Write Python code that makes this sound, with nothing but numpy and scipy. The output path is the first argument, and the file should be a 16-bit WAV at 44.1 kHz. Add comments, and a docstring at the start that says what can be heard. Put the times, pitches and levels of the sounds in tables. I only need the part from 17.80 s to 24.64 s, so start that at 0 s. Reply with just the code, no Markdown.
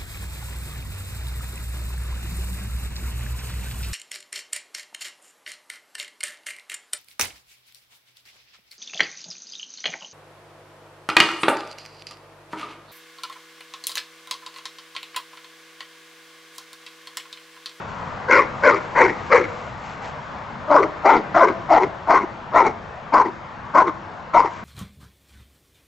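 """A large dog barks hoarsely thirteen times in an open field, with the same faint close echoes throughout.
Each bark is a train of rough slaps and puffs of air that rings the chest, throat, mouth and muzzle.
The boards of a wooden hide send back the close echoes, and a tree line returns a faint tail.
Paws rustle in the grass as a crackle that swells and fades; far road noise is a hum of shaped noise."""
import sys
import numpy as np
from scipy import signal
from scipy.fft import rfft, irfft
from scipy.io import wavfile
from scipy.ndimage import uniform_filter1d, minimum_filter1d

SR = 44100
rng = np.random.default_rng(int(sys.argv[2]) if len(sys.argv) > 2 else 0)


def wav_record(signal):
    """Record a signal, one row per channel, as 16-bit PCM in the file named by sys.argv[1]."""
    frames = np.transpose(np.atleast_2d(signal))
    bounded = np.clip(frames, -1, 1)
    # unit amplitude maps onto the largest positive 16-bit level
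    quanta = np.round(bounded * 32767).astype(np.int16)
    wavfile.write(sys.argv[1], SR, quanta)


def ratio_of_db(decibels):
    """Turn decibels (scalar or array-like) into linear amplitude factors; 0 dB maps to 1."""
    return 10 ** (np.asarray(decibels, float) / 20)


N = 301644  # length of the scene in samples


def read(points, hz):
    """Value of a (frequency [Hz], value) table at hz, straight on a log-frequency axis."""
    f, value = np.transpose(points)
    return np.interp(np.log(hz + 1), np.log(f + 1), value)


def evened(x):
    """Scales to rms 1."""
    return x / np.sqrt(np.mean(x ** 2) + 1e-20)


def add(mix, s, sound):
    """Mixes sound in at time s, in seconds."""
    part = mix[round(s * SR):][:len(sound)]
    part += sound[:len(part)]


def colour(x, points):
    """Filters x by a (frequency [Hz], gain [dB]) spectrum."""
    gain = ratio_of_db(read(points, np.fft.rfftfreq(x.shape[-1], 1 / SR)))
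    return irfft(rfft(x) * gain, x.shape[-1])


def resonate(x, hz, width):
    """A hollow that rings: two-stage resonance, width in Hz, that follows the pitch curve hz; rms 1."""
    turn = np.exp(2j * np.pi * np.cumsum(hz * np.ones(len(x))) / SR)
    r = np.exp(-np.pi * width / SR)
    # turn the pitch down to zero, smooth twice, then turn it back up
    smoothed = signal.lfilter([1], np.convolve([1, -r], [1, -r]), x / turn)
    return evened((turn * smoothed).real)


def wander(size, span):
    """Smooth chance, rms 1, changing over about span samples."""
    once = uniform_filter1d(rng.standard_normal(size), round(span))
    return evened(uniform_filter1d(once, round(span)))


def dog():
    """All the barks in a row, each with its own effort, pitch, mouth, folds and tongue."""
    # one list a bark, of (time [s], effort [dB], jaw opening as mouth level over throat level [dB])
    bark_rows = [
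        [(.47, -36, 3), (.503, -18, -1), (.514, -6.5, 10), (.56, -10, 6), (.598, -12.5, 3.5), (.626, -26.5, 8),
         (.67, -34.5, 7)],
        [(.815, -35.5, 0), (.843, -14.5, 4.5), (.871, -9, -5.5), (.895, -8, 4.5), (.92, -17.5, 0.5),
         (.963, -21.5, -4), (1.0, -33.5, -5)],
        [(1.14, -37, -0.5), (1.166, -20.5, 6.5), (1.176, -16, 8), (1.216, -9, 0.5), (1.24, -13.5, -3.5),
         (1.288, -26, -4.5), (1.31, -24, -19), (1.345, -36, -12)],
        [(1.49, -35, -2), (1.515, -20, 0), (1.528, -6, 3), (1.546, -7.5, -12.5), (1.568, -11, 0.5),
         (1.6, -17, -11), (1.63, -26, -7.5), (1.675, -36, -8.5)],
        [(2.865, -35.5, 0), (2.9, -23.5, -3), (2.913, -9, -8.5), (2.937, -13, 5.5), (2.957, -4.5, -6.5),
         (2.98, -12, 10), (3.015, -20.5, -9), (3.031, -17, -4.5), (3.075, -28.5, -17), (3.09, -32, -11)],
        [(3.225, -48.5, 3.5), (3.245, -29, -3.5), (3.257, -7.5, -3.5), (3.28, -13, 0.5), (3.305, -6, 10),
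         (3.325, -16.5, 3), (3.351, -12.5, 1), (3.395, -25, -11.5), (3.43, -35, -6.5)],
        [(3.535, -34.5, 10), (3.553, -14, 10), (3.571, -8.5, -6), (3.6, -13, -5), (3.635, -5, 4.5),
         (3.663, -18.5, -11), (3.685, -19.5, -10.5), (3.74, -29.5, -10.5)],
        [(3.88, -34, 8.5), (3.9, -20, 6), (3.914, -7.5, -9), (3.946, -9.5, 2.5), (3.985, -13, 11.5),
         (4.0, -23, 5), (4.014, -21, 1.5), (4.05, -22, -13.5), (4.085, -32.5, -10)],
        [(4.26, -32, -4.5), (4.294, -21, 2), (4.304, -8, 1.5), (4.334, -16, -1), (4.346, -9.5, 9),
         (4.378, -13.5, 14), (4.392, -24, 5.5), (4.44, -26.5, -17), (4.46, -33, -4.5)],
        [(4.715, -37, 2), (4.745, -20, 2), (4.763, -7.5, 0), (4.79, -10, 12), (4.843, -21, 2),
         (4.865, -14, 3.5), (4.893, -21.5, -14.5), (4.925, -34, 1)],
        [(5.315, -51.5, 6), (5.327, -22, 10), (5.342, -8, 6.5), (5.37, -13, 11.5), (5.415, -10.5, 14),
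         (5.437, -29, 0), (5.473, -22.5, -4.5), (5.51, -38, -7)],
        [(5.93, -33, 11), (5.946, -21, 10), (5.958, -8.5, 7), (5.99, -10, 12), (6.022, -12, 11),
         (6.036, -25.5, 3.5), (6.065, -25, -2), (6.082, -18.5, 0.5), (6.12, -34.5, -11)],
        [(6.525, -43.5, 5), (6.537, -20.5, 10), (6.549, -8.5, 3), (6.583, -10.5, 14), (6.625, -21, 19),
         (6.641, -27, 5), (6.657, -19.5, 12), (6.7, -38, -0.5)],
    ]
    # one row a bark: (onset time [s], throat pitch [Hz], how long it holds [s],
    # throat pitch after the break, before any sag [Hz])
    voices = [(0.511, 513.5, 0.086, 473), (.84, 563.6, 0.07, 444), (1.17, 540, 0.046, 441.3),
              (1.52, 543.1, .045, 428), (2.908, 593.4, 0.061, 460.8), (3.257, 615.7, 0.048, 446.2),
              (3.558, 628, .065, 465.4), (3.908, 654.6, 0.053, 497.2), (4.299, 639.6, .035, 418),
              (4.754, 623, 0.049, 421), (5.335, 641, 0.045, 479.7), (5.953, 618.2, 0.059, 438.5),
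              (6.546, 645, 0.033, 516.5)]
    # one row a bark: (mouth pitch at onset [Hz], mouth glide [Hz per s],
    # muzzle level against the effort [dB], boost as the lips part again [dB])
    mouths = [(1593, -5000, -6, 1), (1517, -3000, -8.5, 6), (928, 2, -3.5, 14), (1133, 1505, -6.5, 10.5),
              (1017, 1005, -21, 15.5), (873, -300, -12, 6.5), (1106, 1, -15, 8), (844, 803, -16, 14),
              (1010, -4, -15.5, 15.5), (995, -1200, -12.5, 6), (1010.4, -400, -21.5, 12.5),
              (991, 206, -21, 10.5), (1021, -200, -18.5, 12)]
    # one row a bark: (throat cycles per fold slap [count], roughness of the free folds [0-1])
    folds = [(1, .65), (1, .55), (1, .65), (1, .55), (2, .45), (1.5, .4), (2, .55), (2, .45), (1.5, .55),
             (1.5, .55), (3, .6), (2, .6), (1, .6)]
    # a second mouth resonance set by the tongue, one row a bark:
    # (pitch [Hz], level against the mouth band [dB])
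    tongues = [(985, -1), (982, 0.5), (1500, -6.5), (1643, -10), (1490, -14), (1360, -6), (1530, -8.5),
               (1360, -15.5), (1480, -12), (1363, -10), (1530, -18.5), (1510, -14.5), (1364, -16.5)]
    barks = np.zeros(N)
    for rows, voice, mouth, fold, tongue in zip(bark_rows, voices, mouths, folds, tongues):
        add(barks, rows[0][0], bark(shape(rows, *voice, *mouth), *fold, *tongue))
    return barks


def shape(rows, onset, top_hz, hold, low_hz, start_hz, glide, muzzle_db, lips_db):
    """Effort is shared between throat and mouth by the jaw; pitch and lips follow the time since onset."""
    s, *columns = np.transpose(rows)
    t = np.arange(s[0], s[-1], 1 / SR)
    effort_db, jaw_db = (np.interp(t, s, c) for c in columns)
    age = t - onset
    # after its hold the throat pitch drops a step within 15 ms and also sags, down to a floor
    break_s, sag_hz_per_s, throat_floor_hz = .015, 1500, 330.4
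    broken = np.clip((age - hold) / break_s, 0, 1)
    sag_hz = sag_hz_per_s * np.maximum(age - hold, 0)
    throat_hz = np.maximum(top_hz + (low_hz - top_hz) * broken - sag_hz, throat_floor_hz)
    throat_db = effort_db - 10 * np.log10(1 + ratio_of_db(jaw_db) ** 2)
    mouth_db = throat_db + jaw_db
    mouth_hz = start_hz + glide * np.maximum(age, 0)
    # the lips part once more after the onset and brighten the muzzle
    lips_s, lips_span_s = 0.1265, 0.0099
    parted_db = lips_db * np.exp(-((age - lips_s) / lips_span_s) ** 2)
    parted_db += 0.32 * jaw_db  # a wider jaw also lifts the muzzle
    parted_db += 300 * np.minimum(age, 0)  # dB per s: before the onset the muzzle is still opening
    return throat_hz, throat_db, mouth_hz, mouth_db, effort_db + muzzle_db + parted_db


def fold_drive(throat_hz, throat_db, mouth_hz, mouth_db, cycles, rough):
    """Vocal folds slap unevenly in step with throat or mouth; a noisy puff of air follows each slap."""
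    size = len(throat_hz)
    free_hz = throat_hz / cycles
    # a ringing mouth pulls the folds onto a whole fraction of its own pitch, and steadies them
    locked = mouth_db > throat_db + 11
    fold_hz = np.where(locked, mouth_hz / np.round(mouth_hz / free_hz), free_hz)
    rough = rough * uniform_filter1d(np.where(locked, .8, 1), size=200)
    turns = np.cumsum(fold_hz * (1 + .17 * rough * wander(size, 130))) / SR
    force = ratio_of_db(5.84 * rough * wander(size, 90))  # chaotic folds: uneven blows
    slaps = np.diff(np.floor(turns), prepend=0) * force  # one click at each whole turn
    puffs = (0.82 + np.exp(-(turns % 1) / 0.86)) * force * rng.standard_normal(size)
    drive = (1 - rough) * evened(slaps) + rough * evened(puffs)
    return drive, puffs


def teeth_hiss(puffs, airflow, muzzle_db):
    """Puffs of air ring in the gaps past the teeth, strongest with the muzzle open."""
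    # (pitch [Hz], width [Hz], level among the rings [dB])
    teeth_rings = [(2920, 1080, 1.5), (4010, 1840, 1.5), (4950, 1300, -4), (6240, 400, -14)]
    size = len(puffs)
    rings = 0
    for hz, width, db in teeth_rings:
        rings = rings + ratio_of_db(db) * resonate(puffs, hz * (1 + 0.086 * wander(size, 900)), width)
    gusts = ratio_of_db(0.28 * wander(size, 500))  # slight patches in the level
    breath_db = -24.5  # against the blend of airflow and muzzle
    return ratio_of_db(breath_db) * np.sqrt(airflow * ratio_of_db(muzzle_db)) * gusts * rings


def bark(controls, cycles, rough, tongue_hz, tongue_db):
    """Slaps and puffs of the folds ring chest, throat, mouth and muzzle, each a resonance of its own."""
    throat_hz, throat_db, mouth_hz, mouth_db, muzzle_db = controls
    size = len(throat_hz)
    mouth_hz = mouth_hz * (1 + 0.045 * wander(size, 720))  # the jaw trembles
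    drive, puffs = fold_drive(throat_hz, throat_db, mouth_hz, mouth_db, cycles, rough)
    airflow = np.hypot(ratio_of_db(throat_db), ratio_of_db(mouth_db))
    # resonances take pitch and width in Hz; chest and cavity levels are in dB against the airflow
    chest = ratio_of_db(-15) * airflow * resonate(drive, 314.3, 128)
    throat = ratio_of_db(throat_db) * resonate(drive, throat_hz * (1 + 0.035 * wander(size, 520)), 160)
    cavity = ratio_of_db(-10.5) * airflow * resonate(drive, 986, 420)  # the damped walls of the open jaw
    tongue = ratio_of_db(tongue_db) * resonate(drive, tongue_hz, 265)
    mouth = ratio_of_db(mouth_db) * (resonate(drive, mouth_hz, 200) - tongue)
    lips_shift = 1 + .025 * wander(size, 1200)  # the lips move the muzzle pitch a little
    muzzle = ratio_of_db(muzzle_db) * resonate(drive, 2063 * lips_shift, 383)
    hiss = teeth_hiss(puffs, airflow, muzzle_db)
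    voice = chest - throat + cavity + mouth + muzzle + hiss
    return voice * signal.windows.tukey(size, .15)  # soft start and end


def hide(x):
    """The boards send a close echo to each side, 97 and 151 samples late and of opposite sign."""
    return np.array([np.roll(x, 97), -np.roll(x, 151)])


def field(x):
    """Sparse echoes of random sign from hide, ground and trees, each band dying at its own speed."""
    # (frequency [Hz], time to fall by 60 dB [s])
    fall_times = [(250, 0.97), (1000, 0.52), (4000, 0.67)]
    taps = np.zeros((2, SR))
    # one echo at a chance place in every 20 samples
    at = np.arange(500, SR - 20, 20) + rng.integers(0, 20, (2, (SR - 501) // 20))
    np.put_along_axis(taps, at, rng.choice([-1., 1.], at.shape), 1)
    hz, t, z = signal.stft(taps, SR, nperseg=256)
    fading = ratio_of_db(-60 * t / read(fall_times, hz)[:, None])
    tail = signal.istft(z * fading, SR, nperseg=256)[1]
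    tail = tail + 0.28 * tail[::-1]  # each side hears a little of the other
    return signal.fftconvolve(x[None], tail / np.linalg.norm(tail[0]), axes=1)[:, :N]


def rustle():
    """Paws in grass: dense small crackles of the blades, swelling and fading with each swish."""
    # (middle time [s], length [s], level at the middle [dB])
    swish_rows = [(0.177, 0.55, -50), (0.891, 0.52, -49.5), (1.501, 0.75, -46.5), (1.86, 0.19, -51.5),
                  (2.094, .16, -44.5), (2.264, 0.091, -42.5), (2.444, .3, -55), (6.75, 0.16, -47)]
    # (frequency [Hz], relative level per Hz [dB])
    grass_spectrum = [(800, -21), (2000, 16.5), (4000, 3), (8000, -2)]
    struck = rng.random(N) < 5000 / SR  # about 5000 crackles a second
    blades = rng.standard_normal(N) * ratio_of_db(1.1 * rng.exponential(1, N)) * struck
    t = np.arange(N) / SR
    swishes = sum(ratio_of_db(db) * np.exp(-(2 * (t - s) / length) ** 2) for s, length, db in swish_rows)
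    return swishes * evened(colour(blades, grass_spectrum))


def road():
    """Distant traffic: random short-time spectra with drifting patches."""
    # (frequency [Hz], relative level per Hz [dB])
    hum_spectrum = [(25, -25), (75, 0.5), (140, 3), (215, 0.5), (290, -9.5), (390, -8), (520, -3),
                    (1010, 1), (1670, -7), (2700, -17.5), (4500, -26), (7800, -36.5)]
    # (time [s], level [dB])
    hum_level = [(0, -32.5), (.7, -32), (1.5, -32.5), (1.999, -34), (3.6, -33), (4.598, -36), (6.84, -36.5)]
    # (frequency [Hz], left-right likeness where 1 is the same sound [0-1])
    likeness = [(30, .7), (60, 0.95), (170, 0.81), (300, 0.94), (2500, 0.5)]
    frames, hz = N // 256 + 5, np.fft.rfftfreq(1024, 1 / SR)
    a, b, c, d, patches = rng.standard_normal((frames, 513, 5)).T
    patches = evened(uniform_filter1d(uniform_filter1d(patches, 5, 0), 16, 1))
    same = np.clip(read(likeness, hz), -1, 1)[:, None]
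    left = a + 1j * b
    right = same * left + np.sqrt(1 - same ** 2) * (c + 1j * d)
    z = np.array([left, right]) * ratio_of_db(read(hum_spectrum, hz)[:, None] + 1.6 * patches)
    hum = evened(signal.istft(z, nperseg=1024, noverlap=768)[1][:, :N])
    return ratio_of_db(np.interp(np.arange(N) / SR, *np.transpose(hum_level))) * hum


def scene():
    """Dog, its echoes, grass and road."""
    barks = dog()
    return barks + ratio_of_db(-21) * hide(barks) + ratio_of_db(-17.5) * field(barks) + rustle() + road()


def roll_off(x):
    """The treble ends steeply here."""
    return signal.sosfilt(signal.butter(12, 7890, fs=SR, output="sos"), x)


def record(dry):
    """An uneven microphone pair; then left and right made alike in the treble, a fast limiter,
    a treble limit and hard overload."""
    # microphone pair: (frequency [Hz], left minus right level [dB])
    balance = [(100, -1.5), (500, 3), (1500, 4), (2500, 2.5)]
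    left = colour(dry[0], [(hz, db / 2) for hz, db in balance])
    right = colour(dry[1], [(hz, -db / 2) for hz, db in balance])
    mid = (left + right) / 2
    # apart from the microphones: the treble sounds almost the same in both channels
    alike_hz = 3400
    side = colour((left - right) / 2, [(alike_hz, 0), (1.73 * alike_hz, -25)])
    peak = -minimum_filter1d(-abs(mid), size=131)  # loudest swing in a 3 ms window
    over_db = np.maximum(20 * np.log10(peak + 1e-9) + 5.9, 0)  # how far it passes -5.9 dB
    held = np.array([mid + side, mid - side]) / ratio_of_db(0.54 * uniform_filter1d(over_db, size=131))
    edge_hz = 7900  # little is left above this
    low_pass = signal.firwin(511, edge_hz, window=("kaiser", 9), fs=SR)
    narrow = signal.oaconvolve(held, low_pass[None], "same")
    mix = np.clip(narrow, -1, 1)
    return roll_off(mix)


dry = scene()
out = record(dry)
wav_record(out)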